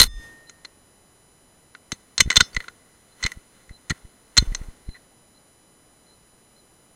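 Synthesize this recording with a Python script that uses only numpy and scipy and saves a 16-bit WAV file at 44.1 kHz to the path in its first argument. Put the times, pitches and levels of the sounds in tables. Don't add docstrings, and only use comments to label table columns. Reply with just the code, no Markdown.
import sys
import numpy as np
from scipy.fft import rfft, irfft, next_fast_len
from scipy.io import wavfile
from scipy.ndimage import uniform_filter1d, minimum_filter1d

SR = 44100
rng = np.random.default_rng(int(sys.argv[2]) if len(sys.argv) > 2 else 0)


def to_wav(sig):
    pcm = np.clip(np.atleast_2d(sig), -1, 1) * 32767
    pcm = np.round(pcm).astype(np.int16)
    wavfile.write(sys.argv[1], SR, pcm.T)


N = 306803
T = np.arange(N) / SR


def amp(db):
    return 10 ** (np.asarray(db) / 20)


def unit(x):
    return x / np.sqrt(np.mean(x ** 2) + 1e-20)


def along(points, hz):
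    point_hz, value = np.transpose(points)
    return np.interp(np.log(hz + 1), np.log(point_hz), value)


def add(track, start_s, sound):
    i = max(round(start_s * SR), 0)
    track[i:i + len(sound)] += sound[:N - i]


def filtered(x, gain):
    size = next_fast_len(len(x) + 8192)
    spectrum = rfft(x, size) * gain(np.fft.rfftfreq(size, 1 / SR))
    return irfft(spectrum, size)[:len(x)]


def noise(gain):
    return unit(filtered(rng.standard_normal(N), gain))


def causal(gain):
    cepstrum = irfft(np.log(gain + 1e-6))
    half = len(cepstrum) // 2
    cepstrum[1:half] *= 2
    cepstrum[half + 1:] = 0
    return np.exp(rfft(cepstrum))


def peak(f, centre_hz, width_hz):
    return 1 / (1 + (2 * (f - centre_hz) / width_hz) ** 2)


def grain(t, rate_hz, depth_db):
    knots = rng.standard_normal(4096)
    return amp(depth_db * np.interp(t * rate_hz, np.arange(len(knots)), knots))


def swell(start_s, hold_s, rise_s, t60_s):
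    rise = np.exp(np.minimum(T - start_s, 0) / rise_s)
    return rise * amp(-60 * np.maximum(T - start_s - hold_s, 0) / t60_s)


# (point_hz, density_db)
AIR_SPECTRUM = [(20, -2), (60, 0), (250, -0.5), (500, -4), (1000, -8.5), (2000, -14.5), (3200, -19),
                (8700, -21), (12500, -23), (15300, -27), (15700, -52.5)]
# (harmonic_number, rms_db)
WHINE_LINES = [(2, -78), (3, -76), (4, -73.5), (5, -76.5), (6, -76.5), (7, -71), (8, -84), (9, -87),
               (10, -69.5), (12, -89), (13, -88.5), (14, -89.5)]
# (centre_hz, width_hz, gain_db)
FIZZ_BANDS = [(9480, 260, -5), (10330, 300, -5)]
HISS_DB = -58


def electronics(whine_hz=1001):
    whine = 0
    for harmonic, rms_db in WHINE_LINES:
        phase = 2 * np.pi * (round(harmonic) * whine_hz * T + rng.random())
        whine = whine + amp(rms_db) * np.sqrt(2) * np.sin(phase)

    def colour(f):
        fizz = sum(amp(db) * np.exp(-2 * ((f - hz) / width_hz) ** 2) for hz, width_hz, db in FIZZ_BANDS)
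        return np.hypot(amp(along(AIR_SPECTRUM, f)), fizz)

    return whine + amp(HISS_DB) * noise(colour)


# (start_s, level_db)
YARD_ECHOES = [(0, -47.5), (2.37, -55), (4.449, -51.5)]
ECHO_RISE_S, ECHO_T60_S = 0.049, 1.9


def yard(hold_s=0.035):
    tilt = [(100, -3), (350, -1), (1500, -1.5), (5000, -1.5), (12000, -4.5)]  # (Hz, dB)
    wash = noise(lambda f: amp(along(AIR_SPECTRUM, f) + along(tilt, f)))
    return wash * sum(amp(db) * swell(s, hold_s, ECHO_RISE_S, ECHO_T60_S) for s, db in YARD_ECHOES)


# (centre_hz, width_hz, gain_db)
BODY_RESONANCES = [(204, 32, -9.5), (474, 90, -18), (1060, 120, -11), (1422, 160, -6.5), (1994, 160, -2),
                   (2640, 150, -12.5), (3007, 130, -4), (3560, 170, -3.5), (4140, 160, 2), (4745, 130, -17),
                   (5390, 86, -8.5), (6300, 200, -2.5), (6930, 1000, -13), (8670, 710, -11.5)]


def body(f, between_db=-23):
    power = sum(amp(db) ** 2 * peak(f, hz, width_hz) for hz, width_hz, db in BODY_RESONANCES)
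    return np.sqrt(power + amp(between_db) ** 2)


# (start_s, length_s, level_db)
SLIDE_STROKES = [(1.92, 0.038, -61.5), (2.32, .06, -42), (2.545, .1, -53), (3.22, 0.083, -50),
                 (3.55, .05, -61.5), (3.9, .06, -55.5), (4.39, .04, -47), (4.52, 0.1265, -55.5)]
# (start_s, length_s, level_db)
THIN_SQUEAKS = [(0.47, 0.039, -53), (3.115, 0.035, -63), (3.708, 0.07, -57), (4.865, 0.12, -55.5),
                (5.346, 0.042, -62), (6.06, 0.1, -62), (6.555, 0.055, -62.5)]
STROKE_RISE_S, STROKE_T60_S = 0.029, 0.4
GRIP_FROM_S, GRIP_TO_S, GRIP_DB = 2, 5.0, -67.5


def sliding(squeak_hz=4065, squeak_width_hz=87):
    tilt = [(300, 5), (2000, 0), (4000, -10), (9000, -6)]  # (Hz, dB)
    rub = noise(lambda f: body(f) * amp(along(tilt, f)))
    strokes = [*SLIDE_STROKES, (GRIP_FROM_S, GRIP_TO_S - GRIP_FROM_S, GRIP_DB)]
    power = sum((amp(db) * swell(s, length_s, STROKE_RISE_S, STROKE_T60_S)) ** 2
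                for s, length_s, db in strokes)
    out = np.sqrt(power) * unit(rub * grain(T, rate_hz=200, depth_db=2.0))
    tone = noise(lambda f: peak(f, squeak_hz, squeak_width_hz))
    for start_s, length_s, db in THIN_SQUEAKS:
        arch = np.sin(np.pi * np.clip((T - start_s) / length_s, 0, 1))
        out += amp(db) * tone * np.sqrt(np.abs(arch))
    return out


# (release_s, peak_db, build_s)
STOCK_BUMPS = [(.010, 14, 0.0032), (.043, 1, 0.0042), (.079, -12, .0051), (0.199, -32.5, 0.0054),
               (1.928, -24, .0011), (2.205, -22.5, 0.0032), (2.221, -17.5, 0.0021), (2.261, -22, 0.0055),
               (2.277, -20.5, 0.0033), (2.378, -17, 0.0033), (2.413, -14.5, 0.0022), (2.574, -23, .0071),
               (3.252, -20.5, .0043), (3.374, -34.5, 0.0047), (3.711, -33.5, .005), (3.909, -16.5, 0.0017),
               (4.052, -37, 0.0056), (4.384, -17, 0.0019), (4.426, -17, 0.0021), (4.521, -26.5, 0.0068),
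               (4.616, -28, 0.0049), (4.687, -31, 0.0088), (4.89, -25, 0.0058)]
# (start_s, start_level_db, pitch_hz, length_s, t60_s)
GUN_SHAKES = [(0, 9.5, 30.3, 0.097, 0.61), (0.083, -7.5, 42.6, 0.099, 0.24), (0.14, -14.5, 37.1, 0.056, .8),
              (4.388, -10, 46.3, .09, .14), (4.473, -19, 30, 0.054, 2), (4.531, -32.5, 28, .17, 1.2)]
REBOUND_S, REBOUND_DB, REBOUND_LOSS_DB_PER_S, HEAVY_BUMP_DB = .013, -4.5, 1201, -17


def stock(snap_s=0.00076, lead_s=0.036):
    out = np.zeros(N)
    t = np.arange(-round(lead_s * SR), round(lead_s * SR)) / SR
    rebounds = [(s + REBOUND_S, db + REBOUND_DB - REBOUND_LOSS_DB_PER_S * build_s, build_s)
                for s, db, build_s in STOCK_BUMPS if db > HEAVY_BUMP_DB]
    for release_s, peak_db, build_s in list(STOCK_BUMPS) + rebounds:
        u = t / build_s
        before = (1 - (u / 2) ** 2) * np.exp(-(u / 2) ** 2)
        after = np.exp(-np.abs(u) * 0.63)
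        push = -np.tanh(t / snap_s) * np.where(t < 0, before, after)
        push = push[max(round((lead_s - release_s) * SR), 0):]
        add(out, release_s - lead_s, amp(peak_db) * push / np.abs(push).max())
    for start_s, db, pitch_hz, length_s, t60_s in GUN_SHAKES:
        age = T[:round(length_s * SR)]
        grip = 1 - (age / length_s) ** 6
        envelope = amp(db - 60 * age / t60_s) * grip ** 2 * np.minimum(age / 0.0031, 1)
        add(out, start_s, envelope * np.sin(2 * np.pi * pitch_hz * age))
    return out


FAVOUR_DB, FAVOUR_OCTAVES = 6, 0.35
DULLING = .25


def contacts(rows, release_s, rattle_db, rattle_t60_s, knock_db, clack_db, attack_s=0.00039, size=8192):
    out = np.zeros(N)
    t, f = np.arange(size) / SR, np.fft.rfftfreq(size, 1 / SR)
    body_gain = body(f)
    for start_s, db, contact_s, ring_hz, ping_db, sizzle_db in rows:
        press = np.minimum(t / attack_s, 1) * amp(-60 * np.maximum(t - contact_s, 0) / release_s)
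        rattle = amp(rattle_db - 60 * t / rattle_t60_s) * grain(t, rate_hz=400, depth_db=3.5)
        force = rfft(rng.standard_normal(size) * (press + rattle))
        force /= causal(np.sqrt(np.abs(uniform_filter1d(np.abs(force) ** 2, size=100))))
        knock = knock_db - DULLING * db
        clack = clack_db - DULLING * db
        colour = [(60, knock - 20), (220, knock), (500, knock + 3), (800, knock),
                  (1100, clack), (2400, clack), (3000, 0.0016), (4700, 0),
                  (5400, ping_db), (8400, ping_db),
                  (9100, sizzle_db), (13000, sizzle_db), (16000, sizzle_db - 14)]
        favour_db = FAVOUR_DB * np.exp(-(np.log2((f + 1) / ring_hz) / FAVOUR_OCTAVES) ** 2)
        ring = np.sqrt(1 + 3 * peak(f, ring_hz, 160))
        gain = body_gain * amp(along(colour, f) + favour_db) * ring
        hit = irfft(force * causal(gain))
        add(out, start_s, amp(db) * hit * np.sqrt((contact_s + 0.0018) * SR / np.sum(hit ** 2)))
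    return out


LOOSE_DB, LOOSE_CONTACT_S, LOOSE_HZ = -26.5, .004, 1990
LOOSE_PING_DB, LOOSE_SIZZLE_DB = -2, -4.5


def loose_part():
    ticks = [(s, db + LOOSE_DB, LOOSE_CONTACT_S, LOOSE_HZ, LOOSE_PING_DB, LOOSE_SIZZLE_DB)
             for s, db, build_s in STOCK_BUMPS]
    return contacts(ticks, release_s=.014, rattle_db=-19.5, rattle_t60_s=.08, knock_db=1, clack_db=-7)


# (start_s, level_db, contact_s, ring_hz, ping_db, sizzle_db)
ACTION_CONTACTS = [(0.4952, -38, 0.0019, 6780, 4.5, -26), (0.648, -34.5, 0.0056, 4250, -0.5, -34),
                   (1.7492, -36, 0.0019, 1415, -9.5, -39.5), (1.9191, -19.5, 0.001, 6300, -2, -6.5),
                   (2.1792, -12.5, 0.0013, 4150, 7, -25.5), (2.188, -27.5, 0.0028, 3850, -4, -20),
                   (2.2043, 0.5, 0.0054, 2200, 3.5, -6.5), (2.302, -12.5, 0.0037, 2150, 0, -18.5),
                   (2.313, -22, 0.0039, 1460, 3, -28), (2.3255, -24, 0.0026, 1980, 4, -35),
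                   (2.3577, -14, 0.003, 5950, 1, -14), (2.3662, -4.5, 0.0065, 3570, 2.5, -16),
                   (2.406, 1.5, 0.0029, 1464, -1.5, -24), (2.547, -31.5, 0.0014, 2200, 11, -5),
                   (2.5648, -16.5, 0.0035, 2030, -5.5, -20), (2.603, -29.5, 0.0029, 1895, -9, -7),
                   (2.641, -41, 0.0028, 1450, -8, 3), (2.6818, -30, 0.0022, 1420, -5.5, -31),
                   (3.227, -24.5, .0046, 2030, 6, -30), (3.237, -18.5, .0033, 4350, 2, -35),
                   (3.249, -25.5, 0.005, 2170, -3, -38), (3.2625, -16, 0.0023, 2160, 1.5, -8),
                   (3.3177, -28, 0.0012, 1984, 2.5, 5.5), (3.693, -44, 0.0019, 1965, 3, -9),
                   (3.8976, -24.5, 0.0055, 6860, 2.5, -19.5), (3.904, -21.5, 0.0085, 1850, -5, -6.5),
                   (4.3685, -15.5, .002, 6190, -0.5, -24), (4.375, -9, 0.0031, 7070, 2, -17.5),
                   (4.3789, -6.5, 0.0054, 4140, 0, -9), (4.5218, -45, .003, 1950, -6, 3),
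                   (4.548, -20, 0.0015, 6000, 4, -29), (4.943, -48.5, 0.028, 1890, -10, -9)]
# (pitch_hz, level_db, t60_s)
BREECH_MODES = [(1445, -2, .14), (2194, -2, .12), (2545, -7, .12), (2947, -5, .12), (3558, 2, .2),
                (4541, -8, .14), (5214, -3, .14), (5643, -3, .14), (6280, -2, .2), (8659, -10, .12),
                (9004, -9, .15), (9335, -8, .12)]
# (start_s, level_db, ring_hz, free_s)
LEVER_STOPS = [(2.2044, -35, 2545, 0.038), (2.3665, -39, 3520, 0.039), (2.406, -37, 5214, 0.093),
               (2.531, -57, 4541, 0.02), (4.3788, -39.5, 6310, 0.12)]
LEAD_IN_S, LEAD_IN_DB, HEAVY_CLICK_DB = .004, -21, -12


def action(favour_db=10, damped_t60_s=.1, spread_db=4.06):
    lead_ins = [(s - LEAD_IN_S, db + LEAD_IN_DB, *colour)
                for s, db, *colour in ACTION_CONTACTS if db > HEAVY_CLICK_DB]
    out = contacts([*ACTION_CONTACTS, *lead_ins], release_s=0.014, rattle_db=-18.0, rattle_t60_s=0.077,
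                   knock_db=-4.0, clack_db=-1.5)
    t = T[:SR // 2]
    for start_s, db, ring_hz, free_s in LEVER_STOPS:
        hand = amp(-60 * np.maximum(t - free_s, 0) / damped_t60_s)
        for hz, mode_db, t60_s in BREECH_MODES:
            strength_db = db + mode_db + favour_db * peak(hz, ring_hz, 400) + rng.normal(0, spread_db)
            add(out, start_s, hand * amp(strength_db - 60 * t / t60_s) * np.sin(2 * np.pi * hz * t))
    return out


# (start_s, level_db, contact_s, ring_hz, ping_db, sizzle_db)
PISTON_BLOWS = [(0, 25.5, .0076, 3960, 4, 3), (.0144, 27, .0047, 4060, -3.5, 11.5),
                (.02, 24, .0005, 4080, 5, 7.5), (.03, 19.5, .0017, 4330, 5, 11),
                (.0375, 13.5, .0029, 3944, 4, 10.5)]
# (pitch_hz, level_db, t60_s)
SPRING_MODES = [(215, -24, .4), (318, -37, 1.0), (1187, -21, .4), (1841, -20, 1.05), (2700, -32, .4),
                (3563, 0, .3), (5125, -10, .35), (6282, -17, .42), (6985, -23, .4), (8479, -22, .35),
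                (9577, -16, .35)]


def shot(ring_db=-8, blast_db=3, blast_t60_s=.17, echo_db=-32, echo_t60_s=0.68):
    rush_colour = [(200, -4), (600, -1.0), (1400, 3.5), (2900, -4.0),
                   (4000, -6.0), (8000, 0), (12000, 3.5), (16000, -11.5)]
    rush = noise(lambda f: body(f, between_db=-9.5) * amp(along(rush_colour, f)))
    blast = rush * amp(blast_db - 60 * T / blast_t60_s) * grain(T, rate_hz=110, depth_db=5.5)
    slam = contacts(PISTON_BLOWS, release_s=.012, rattle_db=-16.5, rattle_t60_s=0.09,
                    knock_db=6.5, clack_db=8)
    spent = np.interp(T, [.066, .083], [1, 0])
    echo_colour = [(60, 8.5), (200, 0), (600, -7.0), (3000, -10.5), (11000, -14), (16000, -29.5)]  # (Hz, dB)
    echo = noise(lambda f: amp(along(echo_colour, f))) * amp(echo_db - 60 * T / echo_t60_s)
    spring = sum(amp(db - 60 * T / t60_s) * np.sin(2 * np.pi * hz * T) for hz, db, t60_s in SPRING_MODES)
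    return (slam + blast) * spent + echo + amp(ring_db) * spring


def scene():
    background = electronics() + yard()
    handling = sliding() + stock() + loose_part() + action()
    return (background + handling + shot())[None]


def limiter(x, ceiling_db, recover_db_per_s, size=44):
    peaks = -minimum_filter1d(-np.abs(x), size)
    over_db = np.maximum(20 * np.log10(peaks + 1e-9) - ceiling_db, 0)
    recovery_db = recover_db_per_s * T
    cut_db = np.maximum.accumulate(over_db + recovery_db) - recovery_db
    return x * amp(-uniform_filter1d(cut_db, size))


TOP_HZ = 15850


def record(dry):
    limited = limiter(dry[0], ceiling_db=2.0, recover_db_per_s=151)
    overloaded = np.clip(limited, -1, 1)
    return filtered(overloaded, lambda f: f < TOP_HZ)[None]


dry = scene()
out = record(dry)
to_wav(out)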